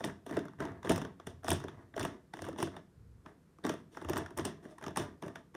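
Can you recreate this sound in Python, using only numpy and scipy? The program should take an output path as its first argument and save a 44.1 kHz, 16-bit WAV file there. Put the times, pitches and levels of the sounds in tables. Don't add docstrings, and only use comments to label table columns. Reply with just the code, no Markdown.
import sys
import numpy as np
from scipy import signal
from scipy.fft import rfft, irfft, next_fast_len
from scipy.io import wavfile
from scipy.ndimage import uniform_filter1d, map_coordinates

SR = 44100
rng = np.random.default_rng(int(sys.argv[2]) if len(sys.argv) > 2 else 0)


def log_audio(samples):
    frames = np.atleast_2d(samples).T
    limited = np.clip(frames, -1, 1)
    pcm = np.round(limited * 32767).astype(np.int16)
    wavfile.write(sys.argv[1], SR, pcm)


def voltage_ratio(level):
    return 10 ** (np.asarray(level, float) / 20)


N = 245178

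# f/Hz, density level/dB
HUSH_SPECTRUM = [(88, -28), (150, 2), (334, -11), (475, -12), (612, -24), (1420, -24), (2810, -35.5),
                 (9630, -38), (13700, -42.5), (16000, -56)]
# f/Hz, time to fall 60 dB/s
ROOM_DECAY = [(100, 0.73), (300, 0.2), (1000, 0.24), (4000, 0.28), (12000, 0.18)]
# f/Hz, width/Hz, level/dB
TABLE_MODES = [(88.7, 11.5, -1), (148.4, 12.3, -5.5)]
# f/Hz, width/Hz, level/dB
BALL_MODES = [(171.5, 60, -7), (274.3, 69, -1), (347.6, 111.3, 0.5), (399.1, 70.7, 1), (475, 116, -11),
              (578, 70, -9.5), (665.2, 72, -7)]
# f/Hz, width/Hz, level/dB
HOLLOW_MODES = [(875, 162, 3.5), (1224, 260, 1.5), (1571, 440, 1.5), (1942, 504, -4)]
# f/Hz, width/Hz, level/dB
WALL_MODES = [(2775, 634, 1.5), (3567, 318, 3.5), (5656, 960, -2.5), (7400, 520, -7.5), (8860, 930, -3.5),
              (13000, 1100, -19), (13700, 880, -9.5)]
# t/s, hold/s, top level/dB, frame level/dB
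ARM_SHOVES = [(.05, .06, -51, -59), (0.35, 0.02, -47.5, -67), (0.613, 0.015, -45, -54),
              (0.718, .02, -48, -64), (0.904, 0.087, -38.5, -48), (1.288, 0.056, -48.5, -65),
              (1.517, 0.02, -32, -48), (1.667, 0.12, -53, -66), (2.002, 0.026, -42, -48),
              (2.42, 0.085, -50.5, -59), (2.64, 0.034, -48, -62), (2.983, 0.21, -59.5, -55),
              (3.68, 0.019, -52, -64), (4.072, 0.13, -43, -53), (4.4, 0.017, -40.5, -55),
              (4.86, 0.016, -50, -66), (5.0, 0.015, -41.5, -55), (5.255, 0.025, -53, -77)]
# t of full pressure/s, hold/s, creak level/dB, grind level/dB
LAYER_PUSHES = [(.0, 0.088, -44, -63.5), (.27, .03, -46.5, -62), (0.3, 0.087, -40, -82),
                (0.598, 0.043, -36.5, -67), (.72, 0.044, -52.5, -92), (0.847, 0.045, -40, -62),
                (0.899, 0.022, -31, -51.5), (1.0, 0.03, -42, -70), (1.275, .02, -49, -70),
                (1.449, 0.11, -44, -58.5), (1.605, 0.2, -50, -84), (1.965, 0.1, -39.5, -59.5),
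                (2.35, 0.08, -54, -69), (2.417, 0.063, -45.5, -67), (2.581, 0.047, -42.5, -60),
                (2.665, 0.088, -48.5, -83), (3.259, 0.012, -48.5, -73.5), (3.649, 0.012, -33, -64),
                (3.686, 0.04, -57, -61), (3.922, .04, -57, -69.5), (3.969, 0.088, -49, -73),
                (4.083, .12, -39.5, -68), (4.375, 0.024, -36.5, -61), (4.434, 0.045, -40, -66),
                (4.63, 0.062, -52, -71), (4.823, 0.044, -43, -70), (4.973, 0.0067, -31, -49),
                (5.228, 0.04, -44, -65.5), (5.364, 0.022, -52, -77), (5.547, 0.017, -57, -80)]
# t of peak/s, tick level/dB, knock over tick/dB
GRAZES = [(.0575, -50, 19.5), (.076, -53, 20), (.2949, -51.5, 13), (.327, -53, 22.5), (.455, -57, 19.5),
          (.589, -65, 18), (.535, -68, 2), (.7191, -64.5, 27.5), (.831, -52.5, -4), (1.4342, -61.5, 14),
          (1.602, -52, -11), (2.3709, -53.5, 10), (2.5303, -58, 21.5), (2.719, -66, 6), (3.5869, -69, 20),
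          (3.7399, -50.5, 18), (3.95, -66, -1), (4.0249, -55.5, 16.5), (4.0484, -49, 13.5),
          (4.3074, -57, 18), (4.4773, -51, 16), (4.6538, -61, 26), (4.7841, -55, 3), (4.8134, -58, 10),
          (4.8275, -55, -3), (4.9082, -60.5, 23), (5.2369, -54, 23.5), (5.2636, -55, 24.5),
          (5.2814, -51.5, 16.5), (5.545, -63, 14)]
# t of peak/s, tick level/dB, knock over tick/dB
BUMPS = [(.0075, -52.5, 20.5), (.0422, -33.5, 3.5), (.0994, -59, 7), (.4838, -56, -2), (.6537, -47, 17.5),
         (.6848, -61, 22), (.8583, -50.5, 18), (.951, -50, -1), (1.022, -50, 19.5), (1.0506, -47, 15.5),
         (1.2002, -55, 12), (1.4677, -51, -14), (1.6842, -46, 4), (1.9414, -57.5, 15), (2.0114, -40, -27),
         (2.3921, -51, 13), (2.4667, -54, 5), (2.5617, -57, 17), (2.5866, -43, 13), (2.6742, -53.5, 18.5),
         (3.2624, -56, 12), (3.651, -39, 10.5), (4.0165, -53.5, 14), (4.0884, -42.5, 10), (4.1043, -54, 22),
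         (4.8406, -45.5, 6), (4.8656, -43.5, 14), (4.882, -44, 7), (5.358, -46, 6), (5.5508, -51, 14.5)]
# t of peak/s, tick level/dB, clack over tick/dB, knock over tick/dB
TICKS = [(0.2653, -48.5, 2, 11.5), (.311, -49.5, 7, 20), (.392, -46.5, 5, -1), (.6046, -43.5, 10.5, 16.5),
         (.6263, -62, 5, 13), (.849, -45.5, 5.5, 13.5), (0.8734, -49.5, 14.5, 17), (.945, -48, -9, 1),
         (1.017, -43.5, -2, 2), (1.4456, -44.5, 3.5, 10.5), (1.641, -49.5, 6, 21.5),
         (1.9655, -44.5, -1, 16.5), (1.9797, -45.5, 10.5, 13.5), (2.0049, -44, 7, 11.5),
         (2.3385, -45.5, 5.5, 10), (2.4432, -49.5, 8, 10), (2.4509, -49, 4, 11), (2.488, -48, -1, 18),
         (2.6029, -44.5, 7.5, 14.5), (2.767, -48, 7.5, 7.5), (3.641, -47, 3, 0), (3.6593, -54, 6, 11),
         (3.715, -59, 9, 10), (3.972, -50, 15, 14), (4.16, -44, 5, 16.5), (4.1845, -44, 6, -16),
         (4.2624, -49.5, 11, 2), (4.3958, -40, 1, 10), (4.458, -43.5, -5, 16), (5.225, -47, 8.5, 12.5)]
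# t of peak/s, tick level/dB, brightness/dB, clack over tick/dB,
# knock over tick/dB
SNAPS = [(0.0481, -36, 11, -11, 5.5), (0.3699, -41, 1.5, 6.5, 23.5), (.896, -29, -3.5, -5, 13),
         (0.9068, -37, -8, 8.5, 7), (.92, -36, 9, 3, 4), (0.9609, -37.5, 1, 0, 5), (.98, -41, 0, 4, 11),
         (1.2708, -41.5, 0.5, 1.5, 10.5), (1.483, -33, -0.5, 5.5, 7), (1.4917, -33, 10, -3, 6.5),
         (1.5053, -24.5, -7, -17, -5.5), (1.517, -29, -1.5, 3.5, 7), (1.5311, -32, 17, -21, 5.5),
         (1.9965, -36, 6, -1, -15), (2.0309, -36, -4, -9, 5.5), (2.0515, -35.5, 1, 6.5, 10.5),
         (2.421, -42.5, 3, 1, 8.5), (2.6286, -31, 3.5, -4.3, 8.5),
         (3.666, -39.5, 9, 2.5, -7), (3.6949, -34.5, -19, 3, 11.5), (4.0975, -36, 6, 5, 14),
               (4.1342, -37.5, -7, 3.5, 7), (4.1692, -38, -1, 8.5, .6), (4.178, -36.5, 9, -15, 9),
               (4.3763, -35.5, 5.5, 0, -7), (4.387, -41, 9, 7.5, 12.5), (4.4528, -30, 6, -5, 0),
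               (4.9616, -41, -5, 7, 0), (4.973, -29, 6.5, 3, 1.5), (4.9992, -41, -10, -8, 10.5)]

SPAN, LEAD = 4096, 640
TICK_BRIGHT_DB, BUMP_BRIGHT_DB, GRAZE_BRIGHT_DB, BRIGHT_SCATTER_DB = -1.5, -15, -0.5, 2
BUMP_CLACK_DB, GRAZE_CLACK_DB, CLACK_PER_DB = 7.5, 5.5, 0.5044
PUSH_RISE_DB_S, CREAK_FALL_DB_S, GRIND_FALL_DB_S = 1500, 157, 301
SHOVE_RISE_DB_S, SHOVE_FALL_DB_S, REST_TOP_DB, REST_FRAME_DB = 344.5, 174, -70, -68.5


def unit(x):
    return x / np.sqrt(np.mean(x ** 2) + 1e-20)


def along(points, hz):
    f, value = np.transpose(points)
    return np.interp(np.log(hz + 1), np.log(f + 1), value)


def wobble(rate):
    knots = rng.standard_normal(int(N * rate / SR) + 4)
    return map_coordinates(knots, [np.arange(N) * rate / SR])


def resonance(f, hz, width):
    damping = 1j * f * width
    return damping / (hz * hz - f * f + damping + 1e-9)


def modes(f, table, scatter_db=0):
    scatter_db = np.atleast_2d(scatter_db) + np.zeros(len(table))
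    total = 0
    for k, (hz, width, db) in enumerate(table):
        total = total + (-1) ** k * voltage_ratio(db + scatter_db[:, [k]]) * resonance(f, hz, width)
    return total


def filtered(x, response):
    m = next_fast_len(N + SR // 2)
    return irfft(rfft(x, m) * response(np.fft.rfftfreq(m, 1 / SR)), m)[..., :N]


def steady(x, seconds):
    power = np.abs(uniform_filter1d(unit(x) ** 2, int(seconds * SR)))
    return x / np.sqrt(power + 0.0944) / np.std(x)


def swells(s, hold, db, rise_db, fall_db):
    coarse = np.arange(0, N, 64)
    t = coarse / SR - s[:, None]
    lost_db = rise_db * np.maximum(-t, 0) + fall_db * np.maximum(t - hold[:, None], 0)
    power = np.sum(voltage_ratio(db[:, None] - lost_db) ** 2, axis=0)
    return np.interp(np.arange(N), coarse, np.sqrt(power))


def hush():
    return unit(filtered(rng.standard_normal(N), lambda f: voltage_ratio(along(HUSH_SPECTRUM, f))))


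def room_echo(x):
    out, step, delay = np.zeros(N + SR), SR // 3, 180
    for start in range(0, N, step):
        hz, t, z = signal.stft(rng.standard_normal(SR // 2), SR, nperseg=256)
        decay = voltage_ratio(-60 * t / along(ROOM_DECAY, hz)[:, None])
        tail = signal.istft(z * decay, SR, nperseg=256)[1]
        wet = signal.fftconvolve(x[start:start + step], tail / np.linalg.norm(tail))
        first = start + delay
        out[first:][:len(wet)] += wet[:len(out) - first]
    return out[:N]


def table_rumble():
    s, hold, top_db, frame_db = np.transpose(ARM_SHOVES)

    def weight(db, rest_db):
        return swells(s, hold, db, SHOVE_RISE_DB_S, SHOVE_FALL_DB_S) + voltage_ratio(rest_db)

    shove = rng.standard_normal((2, N))
    top = filtered(shove[0], lambda f: modes(f, TABLE_MODES)[0] * resonance(f, 103.0, 97))
    frame = filtered(shove[1], lambda f: resonance(f, 64, 25) * resonance(f, 45.7, 33.4))
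    top, frame = steady(top, seconds=0.12), steady(frame, seconds=0.15)
    return weight(top_db, REST_TOP_DB) * top + weight(frame_db, REST_FRAME_DB) * frame


def grit(rate, spread_db):
    draw = rng.random((3, N))
    size = voltage_ratio(-spread_db * np.log(draw[1] + 0.042))
    jolts = (draw[0] < rate / SR) * size * np.sign(draw[2] - 0.5)
    return unit(jolts) + 0.43 * rng.standard_normal(N)


def turning():
    s, hold, creak_db, grind_db = np.transpose(LAYER_PUSHES)
    creak_db = 20 * np.log10(swells(s, hold, creak_db, PUSH_RISE_DB_S, CREAK_FALL_DB_S))
    grind_db = 20 * np.log10(swells(s, hold, grind_db, PUSH_RISE_DB_S, GRIND_FALL_DB_S))
    lumps = wobble(35)
    jolts = grit(450, spread_db=5)
    low = unit(filtered(jolts, lambda f: modes(f, BALL_MODES)[0] * resonance(f, 401, 1300)))
    mid = unit(filtered(jolts, lambda f: modes(f, HOLLOW_MODES)[0]))
    wake_db = np.clip(0.6 * (creak_db + 48), -20, 0)
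    creak = voltage_ratio(1.68 * lumps) * (low + voltage_ratio(wake_db - 6.5) * mid)
    high = filtered(grit(1900, spread_db=3), lambda f: modes(f, WALL_MODES)[0] * resonance(f, 6000, 10000))
    grind = unit(voltage_ratio(3.6 * lumps) * high)
    return voltage_ratio(creak_db - 7) * creak + voltage_ratio(grind_db - 1.0) * grind


def contacts():
    rows = SNAPS
    rows += [(s, db, TICK_BRIGHT_DB, clack_db, knock_db) for s, db, clack_db, knock_db in TICKS]
    for kind, bright_db, clack_db in [(BUMPS, BUMP_BRIGHT_DB, BUMP_CLACK_DB),
                                      (GRAZES, GRAZE_BRIGHT_DB, GRAZE_CLACK_DB)]:
        for s, db, knock_db in kind:
            rows.append((s, db, bright_db, clack_db - CLACK_PER_DB * (db + 47), knock_db))
    return np.transpose(rows)[..., None]


def struck(rows, response, rise, fall, early=0, scrape_db=-60):
    t = (np.arange(SPAN) - LEAD) / SR + early
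    blow = np.exp(np.minimum(t / rise, -t / fall))
    scrape = np.exp(np.minimum(t / 0.0027, -t / 0.0052))
    ring = irfft(rfft(rows * (blow + voltage_ratio(scrape_db) * scrape)) * response, SPAN)
    power = uniform_filter1d(ring ** 2, size=80, axis=1)
    return ring / np.sqrt(power.max(axis=1, keepdims=True) * 2)


def placed(rows, s):
    at = np.round(s * SR).astype(int) - LEAD + np.arange(SPAN)
    return np.bincount(np.clip(at, 0, None).ravel(), rows.ravel(), N + SPAN)[:N]


def snaps():
    s, db, bright_db, clack_db, knock_db = contacts()
    f = np.fft.rfftfreq(SPAN, 1 / SR)
    noise = rng.standard_normal((len(s), 3, SPAN))
    chance = noise[:, :, -8:]
    bright_db = bright_db + BRIGHT_SCATTER_DB * chance[:, 2, -1:]
    slope = np.tanh(np.log([hz / 6800 for hz, _, _ in WALL_MODES]) * 3) / 2
    tilt_db = 1.26 * (bright_db - 2.5) * slope

    def soft(hz):
        return 1 / (1 + 1.4j * f / hz - (f / hz) ** 2)

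    def wall(scatter_db):
        return modes(f, WALL_MODES, scatter_db) * resonance(f, 8270, 14900)

    def hollow(scatter_db):
        return modes(f, HOLLOW_MODES, scatter_db) * resonance(f, 1100, 2030) * soft(2600)

    def ball(scatter_db):
        return modes(f, BALL_MODES, scatter_db) * resonance(f, 230, 891) * soft(980)

    wall_hit = wall(tilt_db + 3 * chance[:, 0, :len(WALL_MODES)])
    hollow_hit = hollow(3 * chance[:, 1, :len(HOLLOW_MODES)])
    ball_hit = ball(3 * chance[:, 2, :len(BALL_MODES)])
    tick = struck(noise[:, 0], wall_hit, rise=0.0012, fall=0.00094, scrape_db=-9)
    clack = struck(noise[:, 1], hollow_hit, rise=0.00019, fall=0.0015, early=0.00094, scrape_db=-9)
    knock = struck(noise[:, 2], ball_hit, rise=0.0013, fall=0.0021, early=0.0006)
    plain_tick, plain_clack, plain_knock = [struck(np.ones(1), response, rise=1 / SR, fall=1 / SR)
                                            for response in (wall(0.6 * tilt_db), hollow(0), ball(0))]
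    tick_gain = voltage_ratio(db - 0.4)
    clack_gain = voltage_ratio(db + clack_db + 0.57)
    knock_gain = voltage_ratio(db + knock_db - 2.5)
    near = tick_gain * tick + clack_gain * clack + knock_gain * knock
    far = voltage_ratio(-1) * tick_gain * plain_tick
    far = far + voltage_ratio(-1.5) * clack_gain * plain_clack + voltage_ratio(2.1) * knock_gain * plain_knock
    return placed(near, s), placed(far, s)


def scene():
    near, far = snaps()
    slide = turning()
    background = voltage_ratio(-65) * hush() + table_rumble()
    return (background + voltage_ratio(-5.5) * room_echo(far + slide) + slide + near)[None]


def low_pass(x):
    return signal.sosfilt(signal.butter(12, 16470, fs=SR, output="sos"), x)


def record(dry):
    def band(f):
        bass_cut = (1j * f / (48 + 1j * f)) ** 3
        return bass_cut / (1 + (f / 15300) ** 16) * (f < 16150)

    return low_pass(filtered(dry, band))


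dry = scene()
out = record(dry)
log_audio(out)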